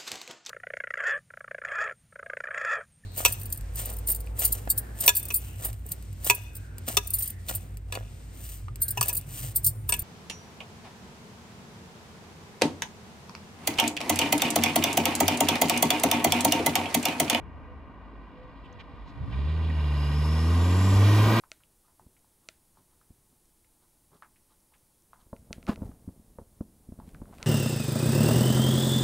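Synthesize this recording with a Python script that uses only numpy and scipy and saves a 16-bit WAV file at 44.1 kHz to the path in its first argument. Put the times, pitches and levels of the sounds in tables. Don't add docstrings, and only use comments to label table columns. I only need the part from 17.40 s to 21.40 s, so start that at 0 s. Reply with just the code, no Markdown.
import sys
import numpy as np
from scipy import signal
from scipy.fft import rfft, irfft
from scipy.io import wavfile

SR = 44100
rng = np.random.default_rng(int(sys.argv[2]) if len(sys.argv) > 2 else 0)


def wav_record(signal):
    frames = np.transpose(np.atleast_2d(signal))
    bounded = np.clip(frames, -1, 1)
    quanta = np.round(bounded * 32767).astype(np.int16)
    wavfile.write(sys.argv[1], SR, quanta)


N = 176400
T = np.arange(N) / SR
HZ = np.fft.rfftfreq(N, 1 / SR)

# frequency_hz, relative_db
FIELD_SPECTRUM = [(20, -25), (50, 14), (80, -7.5), (120, -14), (190, -6.5), (280, 7), (400, -39),
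                  (600, -13), (1500, -33), (5000, -68), (16000, -55)]
# time_s, level_db
BREEZE_LEVEL = [(0, -46), (.8, -54), (1.74, -47.5), (1.84, -36.5), (2.4, -44.5), (2.75, -47.5), (4, -49)]
# start_s, length_s, level_db, top_pitch_hz
HOOTS = [(.25, .12, -55.5, 502), (.92, .22, -53, 508), (1.25, .17, -58, 497), (1.41, .22, -60, 490)]
# middle_s, level_db, pitch_hz, half_length_s
THUMPS = [(1.626, -37.5, 51, .02), (3.555, -26.5, 66, .016), (3.857, -33, 76, .019),
          (3.862, -27, 165, .011)]
# middle_s, half_length_s, level_db, centre_hz, width_octaves
SCUFFS = [(1.255, .011, -58, 2650, .33), (1.329, .0018, -62, 6200, .14), (1.406, .009, -44.5, 1600, .76),
          (1.69, .016, -63, 3500, .55), (1.935, .011, -45, 1650, .7), (2.197, .007, -48, 1600, .45),
          (2.25, .006, -47.5, 2900, .4), (2.303, .007, -43.5, 1900, .35)]

# time_s, level_db
TYRE_LEVEL = [(0, -52), (1, -53.5), (1.75, -52), (2.2, -46.5), (2.8, -40.5), (3.4, -36), (3.7, -32.5),
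              (3.9, -28.5), (4, -26)]
# frequency_hz, relative_db
TYRE_SPECTRUM = [(30, -38), (150, -12), (390, -9.5), (560, -1.5), (780, -1.5), (1150, 4), (1500, 0),
                 (2400, -11), (3300, -25), (5000, -33), (7000, -45.5), (16000, -50)]
# time_s, pitch_hz, tone_db, overtone_db
TURBO = [(1.4, 4870, -105, -115), (2, 4940, -83, -88), (2.6, 5020, -56, -87), (3, 5330, -47, -85),
         (3.2, 5500, -55, -57), (3.5, 5650, -48.5, -47.5), (3.72, 5785, -45.5, -60), (4, 5880, -54, -56)]
# time_s, level_db
SIZZLE_LEVEL = [(2.2, -120), (3.5, -58), (3.7, -51), (4, -45)]
# time_s, hiss_db, fizz_db
INTAKE_LEVEL = [(0, -81, -105), (1.1, -66, -111), (1.8, -63, -81), (1.97, -51, -74.5), (2.3, -49.5, -67),
                (2.6, -45.5, -57), (3, -45, -49.5), (3.45, -40, -44.5), (3.85, -33.5, -42), (4, -34, -42.5)]
# frequency_hz, relative_db
HISS_SPECTRUM = [(100, -38), (900, -13), (1500, 6.5), (2700, 0), (3600, -1.5), (5000, -7.5), (6000, -22.5),
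                 (8000, -26), (16000, -50)]
# frequency_hz, relative_db
FIZZ_SPECTRUM = [(100, -57), (3000, -1), (5000, 4.5), (7400, -2.5), (8400, -4), (9500, -2), (12300, -5.5),
                 (13000, -19), (16000, -24)]
# time_s, level_db
DUCT_LEVEL = [(1.9, -77), (2.4, -52.5), (2.65, -53), (3.1, -55.5), (4, -64)]

# time_s, pitch_hz, level_db
COAST = [(0, 76, -48), (.42, 75, -48.5), (.55, 55, -52), (.9, 54, -52), (1.05, 54, -58), (1.2, 55, -54),
         (1.4, 54, -64)]
# time_s, level_db
RASP_LEVEL = [(0, -53.5), (1.72, -57), (1.9, -48.5), (2.3, -44.5), (2.8, -43), (3.4, -35.5), (3.8, -31),
              (3.87, -26.5), (3.93, -27.5), (4, -29)]
# frequency_hz, relative_db
RASP_SPECTRUM = [(30, -29), (70, -15.5), (170, 1), (300, 0.5), (450, -6.5), (700, -10.5), (1500, -11),
                 (4000, -41), (16000, -70)]
# middle_s, level_db
STUMBLES = [(1.781, -36), (1.797, -41), (1.812, -28), (1.827, -33), (1.84, -24.5), (1.85, -40)]
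# time_s, level_db
GROWL_LEVEL = [(1.95, -52.5), (2.15, -50.5), (2.7, -47), (2.9, -41.5), (3.17, -37.5), (3.35, -41.5),
               (3.75, -36), (4, -36.5)]
# multiple_of_firing_rate, relative_db
GROWL_TONES = [(1.5, -10), (2.5, -15), (3, 1), (4, -8), (5, -11), (6, -10.5)]
# time_s, firing_rate_hz, tone_db, octave_db
BOOM = [(1.87, 50, -44, -36), (1.9, 55.96, -38, -44), (1.95, 65.96, -31.5, -37.5), (2.0, 70.5, -28, -40.5),
        (2.1, 77.4, -26.5, -37.5), (2.19, 81, -27, -39.5), (2.34, 78.1, -25.5, -38),
        (2.5, 73.16, -25, -34.5), (2.62, 72.7, -26, -32.5), (2.75, 73.14, -24.5, -30.5),
        (3.02, 80.1, -23.5, -33), (3.14, 83.8, -20.5, -37.5), (3.28, 88.2, -21.5, -36),
        (3.48, 96.1, -20.5, -30.5), (3.65, 101.2, -15.5, -36.5), (3.79, 105.2, -17.5, -36),
        (3.96, 112.1, -22, -30), (4.0, 113.3, -27, -24)]

# frequency_hz, likeness_0_to_1
STEREO_LIKENESS = [(100, .99), (600, .98), (1120, .96), (1350, .76), (2400, .82), (5000, .76), (14000, .78)]
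# centre_hz, width_hz, gain_db
MIC_COLOUR = [(848, 15.7, -10.5), (1236, 44, 3.5), (1339, 108, -12.5), (1711, 73, -14.5), (2070, 23, 2),
              (2115, 52.5, -13.5), (2450, 55, 4), (2549, 54, -9.5), (2840, 20, 0.5), (3560, 25, -4.5),
              (4480, 44, -9.5), (5460, 52, -11), (6010, 250, -3.5)]
# frequency_hz, left_minus_right_db, left_lead_radians
MIC_PORTS = [(100, -.5, 0), (450, -.3, 0), (1000, .3, 0), (1290, 7, -.25), (1440, -4, -.3),
             (1640, 4.7, .25), (1850, -7, -.1), (2080, -6, .9), (2250, -3.7, -.75), (2550, -1.3, .25),
             (3500, -5.5, .55), (4400, -3, 1.35), (5200, 3, 1.4), (7000, .7, -.2), (8500, 0, 2.5),
             (11000, 0, .6), (14500, 0, 2.3)]


def amp(db):
    return 10 ** (np.asarray(db) / 20)


def unit(x):
    return x / np.sqrt(np.mean(x ** 2) + 1e-20)


def curve(table, column=1):
    return np.interp(T, np.array(table)[:, 0], np.array(table)[:, column])


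def spectrum(table, column=1):
    return np.interp(np.log(HZ + 1), np.log(np.array(table)[:, 0] + 1), np.array(table)[:, column])


def bell(at, half_width, along):
    return np.exp(-.5 * ((along - at) / half_width) ** 2)


def hump_db(hz, octaves):
    return -10 * np.log10(np.e) * (np.log2((HZ + 1) / hz) / octaves) ** 2


def drift(rate_hz):
    return unit(irfft(rfft(rng.standard_normal(N)) * np.exp(-(HZ / rate_hz) ** 2), N))


def noise(shape_db):
    common, left, right = rfft(rng.standard_normal((3, N)))
    likeness = np.clip(spectrum(STEREO_LIKENESS), 0, 1)
    pair = np.sqrt(likeness) * common + np.sqrt(1 - likeness) * np.array([left, right])
    return unit(irfft(pair * amp(shape_db), N))


def whistle(hz, width_hz):
    band = signal.hilbert(noise(-10 * ((HZ - hz[0]) / width_hz) ** 2))
    glide = np.exp(2j * np.pi * np.cumsum(hz - hz[0]) / SR)
    return (band * glide).real


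def puff(middle_s, db, hz, half_s):
    swing = np.cos(2 * np.pi * hz * (T - middle_s)) - np.exp(-2 * (np.pi * hz * half_s) ** 2)
    return amp(db) * bell(middle_s, half_s, T) * swing


def field():
    rumble = noise(spectrum(FIELD_SPECTRUM)) * amp(-52.5 + 1.1 * drift(3.6))
    return rumble + sum(puff(*row) for row in THUMPS)


def breeze():
    gusts = irfft(rfft(rng.standard_normal((2, N))) * amp(hump_db(hz=72.6, octaves=.89)), N)
    return unit(gusts) * amp(curve(BREEZE_LEVEL) + .71 * drift(7))


def hoots():
    out = np.zeros(N)
    for start_s, length_s, db, top_hz in HOOTS:
        arch = np.sin(np.pi * np.clip((T - start_s) / length_s, 0, 1))
        pitch_hz = top_hz * (1 + .03 * (arch - 1))
        out += amp(db) * np.sqrt(2) * arch * np.sin(2 * np.pi * np.cumsum(pitch_hz) / SR)
    return out


def scuffs():
    out = np.zeros((2, N))
    for middle_s, half_s, db, hz, octaves in SCUFFS:
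        edge_db = hump_db(hz, octaves=1.35) - 28
        shape_db = np.maximum(hump_db(hz, octaves), edge_db)
        out += amp(db) * bell(middle_s, half_s, T) * noise(shape_db)
    return out


def roadside(sound, decay_s=.012, echo_db=-13):
    t = T[:SR // 10]
    tail = rng.standard_normal(len(t)) * np.exp(-t / decay_s)
    tail = signal.sosfilt(signal.butter(2, 900, "high", fs=SR, output="sos"), tail)
    echo = signal.oaconvolve(sound, tail[None] / np.linalg.norm(tail), axes=1)[:, :N]
    return sound + amp(echo_db) * echo


def tyres(flutter_db=.5):
    return noise(spectrum(TYRE_SPECTRUM)) * amp(curve(TYRE_LEVEL) + flutter_db * drift(10))


def turbo(overtone_ratio=1.32):
    pitch_hz = curve(TURBO)
    tone = whistle(pitch_hz, width_hz=420) * amp(curve(TURBO, column=2))
    overtone = whistle(pitch_hz * overtone_ratio, width_hz=420) * amp(curve(TURBO, column=3))
    sizzle = whistle(hz=np.full(N, 14360), width_hz=650) * amp(curve(SIZZLE_LEVEL))
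    return tone + overtone + sizzle


def intake(firing_phase, duct_hz=2837):
    pulsing = 1 + .13 * np.cos(firing_phase)
    hiss = noise(spectrum(HISS_SPECTRUM)) * amp(curve(INTAKE_LEVEL) + drift(24))
    fizz = noise(spectrum(FIZZ_SPECTRUM)) * amp(curve(INTAKE_LEVEL, column=2) + .64 * drift(60))
    ring = whistle(np.full(N, duct_hz), width_hz=79) * amp(curve(DUCT_LEVEL))
    return hiss * pulsing + fizz + ring


def coasting():
    phase = 2 * np.pi * np.cumsum(curve(COAST)) / SR
    return np.sqrt(2) * amp(curve(COAST, column=2) + .54 * drift(19)) * np.cos(phase)


def exhaust_rasp(firing_phase, pipe_hz=440, pipe_width_hz=15, pipe_db=7):
    shape_db = spectrum(RASP_SPECTRUM) + pipe_db * bell(pipe_hz, pipe_width_hz, HZ)
    pulsing = 1 + .32 * np.cos(firing_phase)
    return noise(shape_db) * amp(curve(RASP_LEVEL)) * pulsing


def exhaust_boom(firing_phase, throttle_s=1.87, opening_s=.019):
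    stumble = sum(puff(middle_s, db, hz=79, half_s=.0049) for middle_s, db in STUMBLES)
    boom, growl = np.zeros((2, N))
    for multiple in (1, 2):
        level_db = curve(BOOM, column=multiple + 1) + .5 * drift(13.5)
        boom += amp(level_db) * np.cos(multiple * firing_phase)
    for multiple, db in GROWL_TONES:
        gain = amp(db + drift(8.4))
        lag_radians = .474 * multiple ** 2
        growl += gain * np.cos(multiple * firing_phase - lag_radians + .25 * drift(7.9))
    throttle = np.clip((T - throttle_s) / opening_s, 0, 1)
    return stumble + np.sqrt(2) * throttle * (boom + amp(curve(GROWL_LEVEL)) * growl)


def scene():
    firing_hz = curve(BOOM) * (1 + .00315 * drift(18.3))
    firing_phase = 2 * np.pi * np.cumsum(firing_hz) / SR
    engine = exhaust_boom(firing_phase) + coasting()
    rushing = exhaust_rasp(firing_phase) + intake(firing_phase) + turbo() + tyres()
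    background = field() + hoots() + scuffs() + breeze()
    return background + roadside(rushing) + engine


def record(dry, top_hz=15800):
    colour_db = sum(db * bell(hz, width_hz, HZ) for hz, width_hz, db in MIC_COLOUR)
    side = np.array([[.5], [-.5]])
    gain = amp(colour_db + side * spectrum(MIC_PORTS))
    phase_shift = np.exp(1j * side * spectrum(MIC_PORTS, column=2))
    response = gain * phase_shift / (1 + (HZ / top_hz) ** 120)
    taps = np.roll(irfft(response, N), 1024, axis=1)[:, :2049]
    return signal.oaconvolve(dry, taps * np.hanning(taps.shape[1]), "same", axes=1)


dry = scene()
out = record(dry)
wav_record(out)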